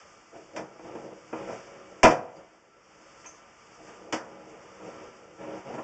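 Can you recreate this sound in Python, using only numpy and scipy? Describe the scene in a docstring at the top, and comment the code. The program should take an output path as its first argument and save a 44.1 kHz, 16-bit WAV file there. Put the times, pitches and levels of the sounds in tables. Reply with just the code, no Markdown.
"""A push cable, hauled out of a drain, rubs back onto its reel in uneven pulls.
It drags in the reel cage, rasps and hisses through a steel guide and squeaks now and then.
It also slaps the frame, once very hard; the frame rings and the basement around it reverberates.
The microphone is a small built-in one with a notch in the treble, near enough to overload on that slap."""
import sys
import numpy as np
from scipy import signal
from scipy.io import wavfile
from scipy.ndimage import uniform_filter1d

SR = 44100
rng = np.random.default_rng(int(sys.argv[2]) if len(sys.argv) > 2 else 0)


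def bounce(signal):
    """Save signal as a 16-bit WAV file at the path given by the first command-line argument."""
    frames = np.transpose(np.atleast_2d(signal))
    limited = np.clip(frames, -1, 1)
    pcm = np.round(limited * 32767).astype(np.int16)
    wavfile.write(sys.argv[1], SR, pcm)


N = 257103
TIME = np.arange(N) / SR

# Levels in the tables are relative; each source sets its own balance.
# the cable runs, nearly stops after the hardest slap, then picks up: (time [s], rasp [dB], hiss [dB])
CABLE_RUN = [(0, -57, -60), (.25, -61, -63), (.9, -60.5, -62.5), (1.25, -58.5, -62), (1.6, -54, -58),
             (1.85, -56.5, -62), (2.72, -66, -70.5), (2.93, -60.5, -63), (3.18, -57.5, -59),
             (3.55, -59, -64), (3.87, -57.5, -59), (4.1, -59.5, -65.5), (4.9, -55.5, -60.5),
             (5.33, -60.5, -64.5), (5.8, -58, -62)]
# long hauls, the reel turning and the coil dragging in its cage: (start [s], length [s], rub [dB])
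LONG_HAULS = [(0.406, 0.84, -55.5), (1.33, 0.74, -52), (3.772, 0.76, -49.5), (4.8, 1.0, -54)]
# a loop of cable scrapes along the cage: (start [s], length [s], rub [dB], rasp [dB])
LOOP_SCRAPES = [(0.313, 0.044, -45, -59), (0.523, 0.087, -39.5, -62), (0.813, 0.18, -43.5, -55.5),
                (1.012, 0.084, -40, -76), (1.318, 0.22, -39, -50.5), (2.35, 0.023, -44.5, -59.5),
                (3.842, 0.083, -54, -55), (4.318, 0.069, -49, -71), (4.806, 0.088, -42.5, -56),
                (4.912, 0.14, -46.5, -56.5), (5.372, 0.2, -39, -52.5), (5.634, 0.13, -37.5, -52.5)]
# slaps on the frame: (time [s], thud [dB], crack [dB], chatter length [s], brightness [dB/octave])
FRAME_SLAPS = [(0.562, -28, -28.5, 0.0086, -1), (0.595, -34.5, -64, .008, -5.5),
               (0.792, -38.5, -65, 0.0018, -2), (0.952, -31, -52, 0.0014, -6.5),
               (1.327, -25, -56, .002, -1.5), (1.483, -30, -66, .006, -2.5), (2.031, 0.5, -6.5, .010, 0.5),
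               (2.106, -19, -25.5, .0024, -1.5), (3.244, -46, -43, .008, 7),
               (4.125, -19.5, -19, 0.0055, -3.5), (4.803, -42, -64, 0.0019, 0.5),
               (5.739, -33, -44, 0.0017, -1), (5.777, -26.5, -52, 0.0045, -3.5)]
# the cable squeaks in its guide: (time [s], level [dB], pitch [Hz], length [s])
GUIDE_SQUEAKS = [(2.361, -62.5, 4740, 0.011), (2.735, -71, 2100, .06), (3.26, -45.5, 6296, 0.021)]
# modes of the rubbed cage, the steel guide and the struck frame: (frequency [Hz], level [dB])
CAGE_MODES = [(136, -7.5), (191, -3), (237, -6), (315, 1.5), (349, -3), (378, -2.5), (455, -0.5),
              (493, 0.5), (553, 2), (672, -4.5), (829, -4), (941, -5.5), (996, -12)]
GUIDE_MODES = [(1203, 6.5), (1339, 7), (1497, -8), (2017, -2.5), (2274, -1), (2308, -9.5)]
FRAME_MODES = [(237, -8.5), (318, -2), (415, -16.5), (454, -6.5), (493, -1.5), (549, -6), (641, -2),
               (673, -4.5), (719, -5.5), (771, -7), (817, -12), (922, -5.5), (953, -11.5), (984, -4),
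               (1028, -4.5), (1244, -12.5), (1291, -12.5), (1371, -8.5), (1421, -14), (1628, -14),
               (1708, -14.5), (1771, -19), (1925, -15.5), (2020, -15.5), (2208, -28.5), (2357, -16.5),
               (2409, -9.5), (2482, -17), (2628, -13), (3059, -19)]
# noise spectra of the sliding cable: (frequency [Hz], density [dB])
RUB_SPECTRUM = [(40, -27), (80, -21.5), (120, -4.5), (230, -10), (275, -19), (330, -7.5), (440, 2),
                (560, 1), (700, -2), (850, -12), (1050, -17), (1500, -23), (3000, -44)]
RASP_SPECTRUM = [(40, -4), (500, -2.5), (1000, 1), (1280, -0.5), (1600, -2.5), (2400, -5), (3100, -5.5),
                 (4000, -23), (6000, -36.5)]
HISS_SPECTRUM = [(1000, -8.5), (2500, -10.5), (3500, -2.5), (5000, 3.5), (6100, 6.5), (7200, -3),
                 (8300, -20), (9500, -23.5)]
# noise spectra of a slap: (frequency [Hz], density [dB])
THUD_SPECTRUM = [(30, -31.5), (70, -29), (110, -4), (200, -7), (320, -5), (650, -0.5), (1000, -1.5),
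                 (1300, -9), (2000, -12.5), (4000, -39.5)]
CRACK_SPECTRUM = [(40, -32), (150, -11), (500, -3), (1500, 5), (2400, 6.5), (3200, 1.5), (4700, -1.5),
                  (6300, 4), (7400, -14), (9000, -33)]
# basement reverberation, scaled separately for thud and crack: (frequency [Hz], base t60 [s])
BASEMENT_DECAY = [(60, 1), (200, 0.68), (600, 0.76), (1200, 0.44), (2500, 0.15), (6000, 0.24),
                  (9000, 0.073)]


def cage_rub(level_db, ring_db, noise_db):
    """Slips of the coiled cable drive the cage modes, over a dull rubbing noise."""
    jerks = slips(per_s=550, spread_db=-0.5)
    ringing = cut_lows(modes(jerks, CAGE_MODES, t60=0.71), low_hz=90.5)
    rubbing = friction(RUB_SPECTRUM, flutter_db=2.0, flutter_per_s=55)
    return from_db(level_db) * (from_db(ring_db) * ringing + from_db(noise_db) * rubbing)


def guide_rasp(level_db, ring_db, noise_db):
    """The cable's jacket grates through the guide and keeps it faintly singing."""
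    ringing = modes(slips(per_s=640, spread_db=-3.0), GUIDE_MODES, t60=0.18)
    grating = friction(RASP_SPECTRUM, flutter_db=0.37, flutter_per_s=120)
    return from_db(level_db) * (from_db(ring_db) * ringing + from_db(noise_db) * grating)


def sliding_hiss(level_db):
    """The sliding cable gives off a high, slightly fluttering hiss."""
    return from_db(level_db) * friction(HISS_SPECTRUM, flutter_db=0.9, flutter_per_s=24)


def cable_levels():
    """Rub, rasp and hiss in dB: all follow the running cable and swell with each scrape; hauls add rub."""
    running_db, sliding_db = in_time(CABLE_RUN)
    rubs, rasps = [], []
    for start, length, db in LONG_HAULS:
        rubs.append(from_db(db) * stroke(start, length, attack_s=0.015, release_s=0.36))
    for start, length, rub, rasp in LOOP_SCRAPES:
        rubs.append(from_db(rub) * stroke(start, length, attack_s=0.043, release_s=0.054))
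        rasps.append(from_db(rasp) * stroke(start, length, attack_s=0.043, release_s=0.099))
    rub_db = power_sum_db([from_db(running_db - 1)] + rubs)
    rasp_db = power_sum_db([from_db(running_db)] + rasps)
    scrape_hiss_db = power_sum_db(rasps) - 9
    hiss_db = power_sum_db([from_db(sliding_db), from_db(scrape_hiss_db)])
    return rub_db, rasp_db, hiss_db


def slaps(ring_db, thud_db, crack_db, snap_db, crack_s):
    """Each slap is a bright crack and a chattering thud that leaves the frame ringing."""
    contacts = slap_contacts(touch_db=-5, landing_lag=0.9)
    thud_power = sum(from_db(2 * db) * blow(start, length) for start, db, length, _ in contacts)
    crack_power = sum(from_db(2 * db) * blow(start, crack_s) for start, _, db, _, _ in FRAME_SLAPS)
    ringing = from_db(ring_db) * frame_ring(contacts, after_ring_db=-20)
    thuds = from_db(thud_db) * basement_reverb(thud_power, THUD_SPECTRUM, decay_scale=0.46)
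    cracks = from_db(crack_db) * basement_reverb(crack_power, CRACK_SPECTRUM, decay_scale=0.99)
    # the crack reaches the microphone dry before its reflections build up
    snap_noise = sum(band for _, band in noise_bands(CRACK_SPECTRUM))
    snaps = from_db(snap_db) * np.sqrt(crack_power * crack_s * SR) * snap_noise
    return ringing + thuds + cracks + snaps


def slap_contacts(touch_db, landing_lag):
    """A loop touches lightly, then lands with its weight landing_lag chatter lengths later."""
    touches, landings = [], []
    for start, db, _, length, brightness in FRAME_SLAPS:
        touches.append((start, db + touch_db, length, brightness))
        landings.append((start + landing_lag * length, db, length, brightness))
    return touches + landings


def frame_ring(contacts, after_ring_db):
    """The struck frame rings briefly; a weak after-ring lingers, longest in the middle modes."""
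    starts, contact_db, lengths, brightness = np.transpose(contacts)
    ringing = 0
    for hz, db in FRAME_MODES:
        octaves = np.log2(hz / 600)
        # the chatter reaches each mode at a moment of its own; each slap's brightness tilts it towards the high
        # or low modes
        delay, polarity = rng.random((len(starts), 2)).T
        arrivals = ((starts + lengths * delay) * SR).astype(int)
        push = np.zeros(N)
        push[arrivals] = from_db(contact_db + brightness * octaves) * np.sign(polarity - 0.5)
        first_ring = ring(push, hz, t60=0.16 * 2 ** (-0.25 * max(octaves, 0)))
        after_ring = ring(push, hz, t60=0.74 * 2 ** (-0.4 * abs(octaves)))
        ringing += from_db(db) * (first_ring + from_db(after_ring_db) * after_ring)
    return cut_lows(ringing, low_hz=180)


def squeaks(t60, detune):
    """A short stick-slip in the guide excites a cluster of three high, close modes."""
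    out = 0
    for start, db, hz, length in GUIDE_SQUEAKS:
        push = np.sqrt(blow(start, length)) * rng.standard_normal(N)
        cluster = sum(ring(push, hz * (1 + detune * k), t60) for k in (-1, 0, 1))
        peak_rms = np.sqrt(uniform_filter1d(cluster ** 2, size=900).max())   # loudest 20 ms
        out += from_db(db) * cluster / peak_rms
    return out


def basement_reverb(power, spectrum, decay_scale):
    """Dense reflections store the power of the blows and lose it band by band."""
    out = 0
    for hz, band in noise_bands(spectrum):
        t60 = decay_scale * at_hz(BASEMENT_DECAY, hz)
        power_kept = from_db(-120 / (t60 * SR))
        stored = signal.lfilter([1], [1, -power_kept], power + 1e-24)
        out += band * np.sqrt(stored)
    return out


def slips(per_s, spread_db):
    """Tiny stick-slip jerks of uneven size, at random moments."""
    sizes = from_db(spread_db * np.minimum(rng.exponential(1, N), 4))
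    signs = rng.choice([-1, 1], N)
    return sizes * signs * (rng.random(N) < per_s / SR)


def friction(spectrum, flutter_db, flutter_per_s):
    """Rubbing noise whose bands flutter as the contact grips and lets go; rms 1."""
    grip = drift(flutter_per_s)   # common to all bands
    out = 0
    for _, band in noise_bands(spectrum):
        out += band * from_db(flutter_db * (grip + drift(flutter_per_s)))
    return rms_one(out)


def stroke(start, length, attack_s, release_s):
    """Gain of one contact: it rises, holds, then falls to 1/e in release_s."""
    age = TIME - start
    rise = np.clip(age / attack_s, 0, 1)
    return rise * np.exp(-np.clip((age - length) / release_s, 0, 60))


def blow(start, length):
    """Power fed in by one brief contact: it starts at once and dies away; sum 1."""
    age = TIME - start
    power = (age >= 0) * np.exp(-np.clip(age / length, 0, 60))
    return power / power.sum()


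def modes(push, table, t60):
    """A body rings in all the modes of its table, in alternating polarity; rms 1."""
    return rms_one(sum((-1) ** k * from_db(db) * ring(push, hz, t60) for k, (hz, db) in enumerate(table)))


def ring(push, hz, t60):
    """One mode: a unit click sets a sine of height 1 ringing."""
    decay, angle = from_db(-60 / (t60 * SR)), 2 * np.pi * hz / SR
    return signal.lfilter([0, np.sin(angle)], [1, -2 * decay * np.cos(angle), decay ** 2], push + 1e-18)


def cut_lows(x, low_hz):
    """Little of the ringing sounds below low_hz."""
    return signal.sosfilt(signal.butter(2, low_hz, "high", fs=SR, output="sos"), x)


def noise_bands(spectrum):
    """Third-octave noise bands as (centre [Hz], samples); their powers sum to 1."""
    edges = 28 * 2 ** (np.arange(26) / 3) * 1.06
    white, bands = rng.standard_normal((2, N)), []
    for k, (low, high) in enumerate(zip(edges, edges[1:])):
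        hz = np.sqrt(low * high)
        band = signal.sosfilt(signal.butter(2, [low, high], "band", fs=SR, output="sos"), white[k % 2])
        bands.append((hz, band * from_db(at_hz(spectrum, hz))))
    total_rms = np.sqrt(sum(np.var(band) for _, band in bands))
    return [(hz, band / total_rms) for hz, band in bands]


def drift(per_s):
    """A random wander of rms 1 that turns about per_s times a second."""
    knots = np.arange(0, N / SR + 1, 1 / per_s)
    return rms_one(np.interp(TIME, knots, rng.standard_normal(N)[:len(knots)]))


def in_time(rows):
    """Read each column of a curve at every sample."""
    times, *columns = np.transpose(rows)
    return [np.interp(TIME, times, column) for column in columns]


def at_hz(table, hz):
    """Read a table on a log-frequency axis."""
    frequencies, values = np.transpose(table)
    return np.interp(np.log(hz), np.log(frequencies), values)


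def power_sum_db(gains):
    """Level in dB of unrelated sounds whose powers add."""
    return 10 * np.log10(sum(gain ** 2 for gain in gains) + 1e-20)


def from_db(db):
    """Decibels to gain."""
    return 10 ** (np.asarray(db) / 20)


def rms_one(x):
    """Scale to rms 1."""
    return x / np.sqrt(np.mean(x ** 2) + 1e-20)


def scene():
    """At the microphone, in mono: the cable's rub, rasp and hiss, with slaps and squeaks on top."""
    rub_db, rasp_db, hiss_db = cable_levels()
    rub = cage_rub(rub_db, ring_db=-3.5, noise_db=-4.5)
    rasp = guide_rasp(rasp_db, ring_db=-4, noise_db=1.5)
    hiss = sliding_hiss(hiss_db)
    knocks = slaps(ring_db=-11, thud_db=-14.5, crack_db=-9, snap_db=-8, crack_s=0.003)
    return (rub + rasp + hiss + knocks + squeaks(t60=0.056, detune=0.031))[None]


def preamp_overload(x, thump_gain, thump_hz):
    """The preamplifier clips, sooner on the downward swing; its bias shifts and makes a low thump."""
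    limit = np.where(x > 0, 0.58, 0.43)
    clipped = x / (1 + (x / limit) ** 6) ** (1 / 6)
    excess = np.tanh(abs(x - clipped))
    thump = signal.sosfilt(signal.butter(2, thump_hz, "band", fs=SR, output="sos"), excess)
    return clipped + thump_gain * thump


def record(dry):
    """The built-in microphone: a treble dip, overload, a notch, a roll-off and a steep top cut."""
    notch_hz, notch_width_hz, rolloff_hz, cutoff_hz = 4000, 1140, 7900, 9500
    dipped = signal.lfilter(*signal.iirnotch(notch_hz, Q=5.0, fs=SR), dry)
    overloaded = preamp_overload(dipped, thump_gain=1.2, thump_hz=[15, 128])
    notched = signal.lfilter(*signal.iirnotch(notch_hz, Q=notch_hz / notch_width_hz, fs=SR), overloaded)
    rolled = signal.sosfilt(signal.butter(8, rolloff_hz, fs=SR, output="sos"), notched)
    return signal.sosfilt(signal.cheby2(16, 60, cutoff_hz, fs=SR, output="sos"), rolled)


dry = scene()
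out = record(dry)
bounce(out)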